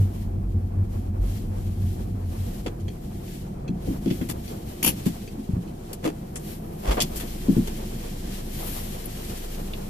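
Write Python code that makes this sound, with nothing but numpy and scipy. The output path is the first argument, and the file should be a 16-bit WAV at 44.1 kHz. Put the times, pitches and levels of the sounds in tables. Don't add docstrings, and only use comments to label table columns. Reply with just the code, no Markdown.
import sys
import numpy as np
from scipy import signal
from scipy.fft import irfft, next_fast_len
from scipy.io import wavfile
from scipy.ndimage import uniform_filter1d

SR = 44100
rng = np.random.default_rng(int(sys.argv[2]) if len(sys.argv) > 2 else 0)


def int16_out(signal):
    q = np.round(np.clip(np.atleast_2d(signal).T, -1, 1) * 32767)
    wavfile.write(sys.argv[1], SR, q.astype(np.int16))


N = 436149


def amp(db):
    return 10 ** (np.asarray(db) / 20)


def read(points, hz):
    f, value = np.transpose(points)
    return np.interp(np.log(hz + 1), np.log(f + 1), value)


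def columns(rows):
    s, *values = np.transpose(rows)
    return [np.interp(np.arange(N) / SR, s, v) for v in values]


def add(mix, start_s, sound):
    part = mix[:, round(start_s * SR):][:, :sound.shape[-1]]
    part += sound[..., :part.shape[1]]


def noise(size, colour_db):
    # frequency_hz, likeness (0 to 1)
    coherence = [(60, 0.98), (130, 1), (290, 0.89), (600, 0.61), (1400, 0.26), (14000, 0.019)]
    # frequency_hz, lead_rad
    phase_lead = [(0, 0), (340, 0), (600, 3.2), (1380, 3.3), (2670, 9.8), (3530, 3.5), (7410, -13.1),
                  (12700, -33.4)]
    # frequency_hz, difference_db
    balance = [(200, 0), (680, .5), (1260, -1), (2310, .5), (4240, -1.5), (7800, 3), (10500, 8), (14300, 9)]
    hz = np.fft.rfftfreq(size, 1 / SR)
    a, b, c, d = rng.standard_normal((len(hz), 4)).T
    left = a + 1j * b
    independent = c + 1j * d
    same = np.clip(read(coherence, hz), 0, 1)
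    right = same * left * np.exp(-1j * read(phase_lead, hz)) + np.sqrt(1 - same ** 2) * independent
    side = amp(read(balance, hz) / 2)
    pair = irfft(np.array([left * side, right / side]) * amp(colour_db(hz)), size)
    return pair / np.sqrt(np.mean(pair.mean(0) ** 2))


def steady(colour_db):
    return noise(next_fast_len(N), colour_db)[:, :N]


def peak_db(hz, centre_hz, width_hz):
    return -20 * np.log10(1 + (2 * (hz - centre_hz) / width_hz) ** 2)


def wander(points_per_s):
    values = rng.standard_normal(N // 100)
    x = np.interp(np.arange(N) * points_per_s / SR, np.arange(N // 100), values)
    return x / x.std()


def swelled(floor_db, rows):
    edge_db = -10
    t = np.arange(0, N, 64) / SR
    s, db, length = np.transpose(rows)[:, :, None]
    bells = amp(db + edge_db * (2 * (t - s) / length) ** 2)
    swells = np.sqrt((bells ** 2).sum(0))
    return np.hypot(amp(floor_db), np.interp(np.arange(N) / SR, t, swells))


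def road():
    # time_s, boom_level_db, drumming_level_db
    road_floor = [(0, -35.5, -28.5), (1.9, -34, -29), (2.4, -37, -34), (2.55, -35, -52), (3.1, -43, -42),
                  (4.0, -40, -39), (5.0, -56, -47), (6.7, -69, -48), (7.1, -49.5, -52), (9.89, -60, -49)]
    # time_s, pitch_hz
    drum_pitch = [(0, 96.7), (.6, 90.1), (.85, 98.1), (1.1, 87.9), (1.38, 98.5), (1.7, 93.2), (2.0, 91.1),
                  (2.17, 96.6), (2.28, 87.2), (2.5, 94.3)]
    # middle_s, swell_peak_db
    joints = [(.01, -16.5), (.18, -25), (.39, -21.5), (.58, -22.5), (.8, -20.5), (1.0, -26), (1.12, -29),
              (1.38, -22.5), (1.59, -25), (1.72, -25), (1.85, -21.5), (2.05, -31), (2.17, -26), (2.3, -27),
              (2.41, -24), (2.67, -31), (2.85, -30)]
    # middle_s, swell_peak_db
    heaves = [(.29, -31.5), (.48, -26), (.92, -32), (1.46, -32), (1.6, -32), (1.98, -33), (2.52, -36)]
    boom_mode, drum_mode, tyre_mode = (44, 14), (93, 20), (200, 60)  # centre_hz, width_hz
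    joint_s, heave_s = 0.11, 0.11

    boom_db, drum_db = columns(road_floor)
    boom, drum, tyres = (steady(lambda hz: peak_db(hz, *mode)) for mode in (boom_mode, drum_mode, tyre_mode))
    boom, drum = (x / np.sqrt(uniform_filter1d(x.mean(0) ** 2, size=3000) + .05) for x in (boom, drum))
    heaving = swelled(boom_db, [(*row, heave_s) for row in heaves])
    drumming = swelled(drum_db, [(*row, joint_s) for row in joints])
    note = np.sqrt(2) * np.sin(2 * np.pi * np.cumsum(columns(drum_pitch)[0]) / SR)
    return heaving * boom + drumming * (amp(-2.5) * note + amp(-6.5) * drum + amp(-13.5) * tyres)


def engine():
    # time_s, mean_firing_rate_hz, reference_level_db
    idle = [(0, 26.5, -54), (4.2, 26.3, -47), (6.8, 26.5, -48), (7.0, 26.8, -36), (9.89, 26.9, -39.5)]
    # multiple_of_firing_rate, mean_level_db (relative to the idle reference)
    orders = [(1, 2.5), (2, -7.5)]
    # time_s, low_level_db, upper_level_db
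    wash = [(0.0, -37, -50.5), (3.3, -37, -51.5), (3.8, -35.5, -50.5), (6.11, -38, -51), (7.02, -35.5, -48),
            (9.89, -37.5, -46.5)]
    # frequency_hz, relative_density_db (per hertz)
    low_colour = [(35, -20), (60, -1), (91, -5.5), (215, -1.5), (275, -11), (355, -7), (436, -22),
                  (494, -14), (553, -32), (700, -15), (910, -31), (1540, -120)]
    # frequency_hz, relative_density_db (per hertz)
    upper_colour = [(260, -8), (450, 2), (523, 1.5), (1130, -10.5), (2000, -23.5), (2600, -21.5),
                    (4400, -120)]

    firing_hz, idle_db = columns(idle)
    turns = np.cumsum(firing_hz * (1 + 0.0085 * wander(8.4))) / SR
    throb = sum(amp(db + 1.5 * wander(5)) * np.sin(2 * np.pi * k * turns) for k, db in orders)
    low_db, upper_db = columns(wash)
    low = amp(low_db + 1.42 * wander(25)) * steady(lambda f: read(low_colour, f))
    upper = amp(upper_db + 2.5 * wander(25)) * steady(lambda f: read(upper_colour, f))
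    return np.sqrt(2) * amp(idle_db) * throb + low + upper


def hums():
    # time_s, pitch_hz, lower_tone_peak_db
    rises = [
        [(2.45, 123.5, -47), (3.0, 130.8, -41), (3.7, 140, -38), (4.1, 152.3, -39)],
        [(6.0, 154, -52), (6.5, 153, -41), (7.2, 167, -48)],
    ]
    out = np.zeros((2, N))
    for rows in rises:
        s, hz, db = np.transpose(rows)
        t = np.arange(s[0], s[-1], 1 / SR)
        phase = 2 * np.pi * np.cumsum(np.interp(t, s, hz)) / SR
        chord = np.sin(phase) + amp(-4) * np.sin(phase * 4 / 3)
        add(out, s[0], amp(np.interp(t, s, db)) * chord)
    return out


def rustle():
    # time_s, level_db
    street_hiss = [(0, -64), (.9, -64), (2.8, -68), (3.7, -62), (4.3, -52.5), (5.8, -57), (6.66, -56.5),
                   (6.95, -47), (8.3, -45), (8.48, -52), (8.9, -44.5), (9.89, -48.5)]
    # middle_s, swell_peak_db, length_s
    strokes = [(.0, -52.5, 0.31), (0.187, -54.5, 0.17), (.98, -57, 0.26), (1.338, -50, 0.27),
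               (1.628, -53.5, 0.27), (1.92, -51.5, 0.41), (2.46, -49.5, 0.47), (3.113, -56.5, 0.82),
               (3.338, -49, 0.26), (3.899, -49.5, 0.21), (4.155, -48, 0.25), (4.5, -48.5, 0.17),
               (4.689, -50, 0.11), (4.992, -46.5, 0.5), (5.24, -54.5, 0.29), (5.87, -54, 0.12),
               (6.492, -46.5, 0.16), (7.21, -45.5, 0.25), (8.375, -44.5, 0.16), (8.688, -41.5, 0.48),
               (9.307, -46.5, 0.38), (9.568, -49.5, 0.23)]
    # frequency_hz, relative_density_db (per hertz)
    body_colour = [(710, -32), (1200, -7), (1730, -3), (3240, 0), (3630, -2), (4390, -2.5), (8220, -4.5),
                   (13000, -10), (14600, -4.5)]
    # centre_hz, width_hz
    sheen_band = (12460, 5500)
    # time_s, relative_level_db
    sheen_level = [(0, -6), (3.3, -6), (3.65, -13), (4, -4), (6, -11), (6.5, -1), (8.3, -11), (8.7, 2),
                   (9, -6.5), (9.89, -6)]

    (hiss_db,), (sheen_db,) = columns(street_hiss), columns(sheen_level)
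    body = steady(lambda hz: read(body_colour, hz))
    sheen = amp(sheen_db) * steady(lambda hz: peak_db(hz, *sheen_band))
    flicker = amp(1.1 * wander(40))
    return swelled(hiss_db, strokes) * flicker * (body + sheen)


def relay():
    first_s, period_s, cycles = 2.8795, .7987, 7
    # delay_s (into the cycle), peak_db
    strokes = [(0, -29), (.4, -37.5)]
    # frequency_hz, level_db, t60_s
    case_modes = [(410, 4, .08), (2550, 0, .012), (3200, -2, .012), (4400, -1, .012), (6000, -5, .01)]
    t = np.arange(SR // 8) / SR
    hz, mode_db, t60 = np.transpose(case_modes)[:, :, None]
    out = np.zeros((2, N))
    for cycle in range(cycles):
        for delay_s, db in strokes:
            uneven_db, uneven_pitch = rng.standard_normal((2, len(case_modes), 1))
            decay = amp(mode_db + 2 * uneven_db - 60 * t / t60)
            case = (decay * np.sin(2 * np.pi * hz * (1 + .03 * uneven_pitch) * t)).sum(0)
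            hits = rng.random(len(t)) < .06
            chatter = rng.standard_normal((2, len(t))) * hits * amp(-60 * t / 0.092)
            chatter = chatter + 0.22 * chatter[::-1]
            snap = signal.fftconvolve(chatter, case[None], axes=1)[:, :len(t)]
            add(out, first_s + cycle * period_s + delay_s, amp(db) * snap / abs(snap).max())
    return out


def gritty_burst(modes, db, centre_hz, spread, t60, swell_s=0.00057):
    crest_db = 6
    t = np.arange(SR // 4) / SR
    shift = 1 + .025 * rng.standard_normal(len(modes))

    def colour_db(hz):
        rings = sum(amp(d + peak_db(hz, f * k, w)) for (f, w, d), k in zip(modes, shift)) + amp(-20)
        return 20 * np.log10(rings) - 6 * (np.log2((hz + 1) / centre_hz) / spread) ** 2

    slips = rng.standard_normal(128)
    grit = amp(3.2 * np.interp(t * 400, np.arange(128), slips))
    rise = np.minimum(t / swell_s, 1) ** 1.2
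    decay = amp(-60 * (np.maximum(t - swell_s, 0) / t60) ** 1.33)
    return amp(db - crest_db) * noise(len(t), colour_db) * rise * decay * grit


def ratchet():
    # start_s, nominal_peak_db, t60_s
    teeth = [(4.8277, -19, 0.14), (4.844, -14.5, 0.12), (4.861, -15, 0.11), (4.877, -13.5, 0.073)]
    # centre_hz, width_hz, level_db
    ratchet_modes = [(862, 490, 2.5), (2470, 400, 2.5), (2980, 630, 3.5), (4660, 230, -1),
                     (5850, 910, -2.5), (7050, 470, -2), (9000, 1000, -6), (10660, 940, 5),
                     (13100, 3100, 1)]
    out = np.zeros((2, N))
    for start_s, db, t60 in teeth:
        add(out, start_s, gritty_burst(ratchet_modes, db, 3700, 12.0, t60))
    return out


def ticks_scrapes_and_cloth_rubs():
    # centre_hz, width_hz, level_db
    fittings = [(514, 780, 27), (950, 2100, 4), (2060, 280, 4), (2690, 820, 10.5), (3410, 190, 15.5),
                (4520, 920, 8.5), (6000, 1600, 7.5), (7600, 1200, 11), (9500, 1060, -1), (10560, 3000, 8.5),
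                (11600, 2700, 9), (13260, 610, 16)]
    # start_s, nominal_peak_db, centre_hz, spread_octaves, t60_s
    ticks = [(2.662, -33, 2130, 1.34, 0.083), (6.91, -28, 2550, 1.3, 0.09), (2.799, -47, 5000, 1, 0.066),
             (4.058, -42, 3130, 0.88, 0.19), (4.102, -34.5, 2870, 0.88, 0.11),
             (4.213, -36, 2080, 0.9, 0.082), (5.93, -33.5, 7900, 1.8, 0.069),
             (6.357, -31, 7410, 0.47, 0.089), (6.358, -39, 2380, 0.83, 0.062),
             (7.159, -30, 9400, 2.15, 0.14), (7.198, -29, 12400, 0.78, 0.069),
             (7.2, -33.5, 2730, 1.07, 0.098), (7.673, -36, 2490, 2, 0.12),
             (9.056, -30.5, 11900, 0.2, 0.036), (9.735, -32.5, 3050, 0.46, 0.048)]
    # start_s, nominal_peak_db, centre_hz, spread_octaves, t60_s, swell_s
    swelling = [(5.053, -28, 3990, 3.5, .09, 0.0074), (4.285, -31, 4950, 2.4, 0.06, 0.006),
                (4.294, -26, 5000, 3, 0.073, 0.0054), (6.026, -23, 912, 2.5, 0.12, 0.03),
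                (6.82, -23, 795, 2.34, 0.14, 0.096), (6.969, -20, 755, 1.6, 0.16, 0.0021),
                (7.002, -16, 4300, 0.86, 0.09, 0.0018), (7.015, -17, 8040, 1.2, 0.046, 0.004),
                (8.561, -37, 880, 1, 0.18, 0.067), (8.738, -40.5, 1000, 0.71, .15, 0.037)]
    scrapes, cloth_rubs = swelling[:-2], swelling[-2:]
    out = np.zeros((2, N))
    for start_s, *touch in ticks + scrapes + cloth_rubs:
        add(out, start_s, gritty_burst(fittings, *touch))
    return out


def knock(db, centre_hz, spread, ring):
    # frequency_hz, level_db, t60_s (before the blow's ring factor)
    panels = [(45.3, -2, 0.45), (103, 4, 0.093), (143.4, -6, 0.11), (173.9, 2, 0.11), (217.7, 2, 0.091),
              (263.5, 2.5, 0.087), (322, 1, 0.086), (392, 1, 0.057), (481, 10, 0.03), (740, -2, 0.094)]
    # delay_s, relative_level_db
    bounces = [(0, 2), (.016, -9.5), (.033, -9.5)]
    t = np.arange(SR // 3) / SR
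    blow = np.zeros((2, len(t)))
    for (hz, mode_db, t60), phase in zip(panels, rng.random(len(panels))):
        near_db = -6 * (np.log2(hz / centre_hz) / spread) ** 2
        build = (1 - np.exp(-t / (.45 / hz + .002))) ** 2
        offset_s = .0006 * min(hz / 300, 1) * (phase - .5) * np.array([[1], [-1]])
        tone = np.sin(2 * np.pi * (hz * (t + offset_s) + .2 * phase))
        blow += build * amp(mode_db + near_db - 60 * t / (t60 * ring)) * tone
    out = np.zeros_like(blow)
    for delay_s, bounce_db in bounces:
        add(out, delay_s, amp(bounce_db) * blow)
    return amp(db) * out / abs(out).max()


def knocks():
    # start_s, peak_db, centre_hz, spread_octaves, ring_factor (on each t60)
    blows = [(1.185, -17, 43, .3, 1.3), (2.659, -21.5, 390, 0.64, 0.82), (3.692, -17, 198.8, 0.46, 0.69),
             (3.873, -15, 130, 1.46, 1.02), (3.906, -18.5, 252, 0.19, 0.63), (4.06, -13, 245, 0.64, 0.89),
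             (4.11, -9, 256.6, 0.58, 0.49), (4.212, -16, 268, 0.57, 0.56), (4.294, -19, 229.2, 0.67, 0.59),
             (4.83, -21.5, 248, 0.54, 1.04), (4.862, -18, 230, 1, 0.71), (4.891, -18, 220, 0.88, 0.38),
             (5.063, -8.5, 233, 0.44, 0.48), (5.379, -25, 235, 0.21, 1.7), (5.49, -15, 174.5, 0.64, 0.45),
             (5.532, -13.5, 109.5, 0.41, 0.48), (5.566, -17, 143, 0.61, 0.52),
             (6.052, -13.5, 351, 0.5, 0.47), (6.071, -16.5, 342, 0.28, 0.58), (6.874, -14, 46, 0.32, 0.58),
             (7.484, -4.5, 230, 0.57, 0.9), (7.566, -7.5, 218, 0.69, 0.57), (7.575, -10.5, 194, 0.52, 0.97)]
    out = np.zeros((2, N))
    for start_s, *blow in blows:
        add(out, start_s, knock(*blow))
    return out


def scene():
    background = road() + engine() + hums() + rustle()
    return background + relay() + ratchet() + ticks_scrapes_and_cloth_rubs() + knocks()


def record(dry):
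    edge_hz = 14400
    lowpass = signal.firwin(511, edge_hz, window=("kaiser", 9), fs=SR)
    return signal.oaconvolve(dry, lowpass[None], "same")


dry = scene()
out = record(dry)
int16_out(out)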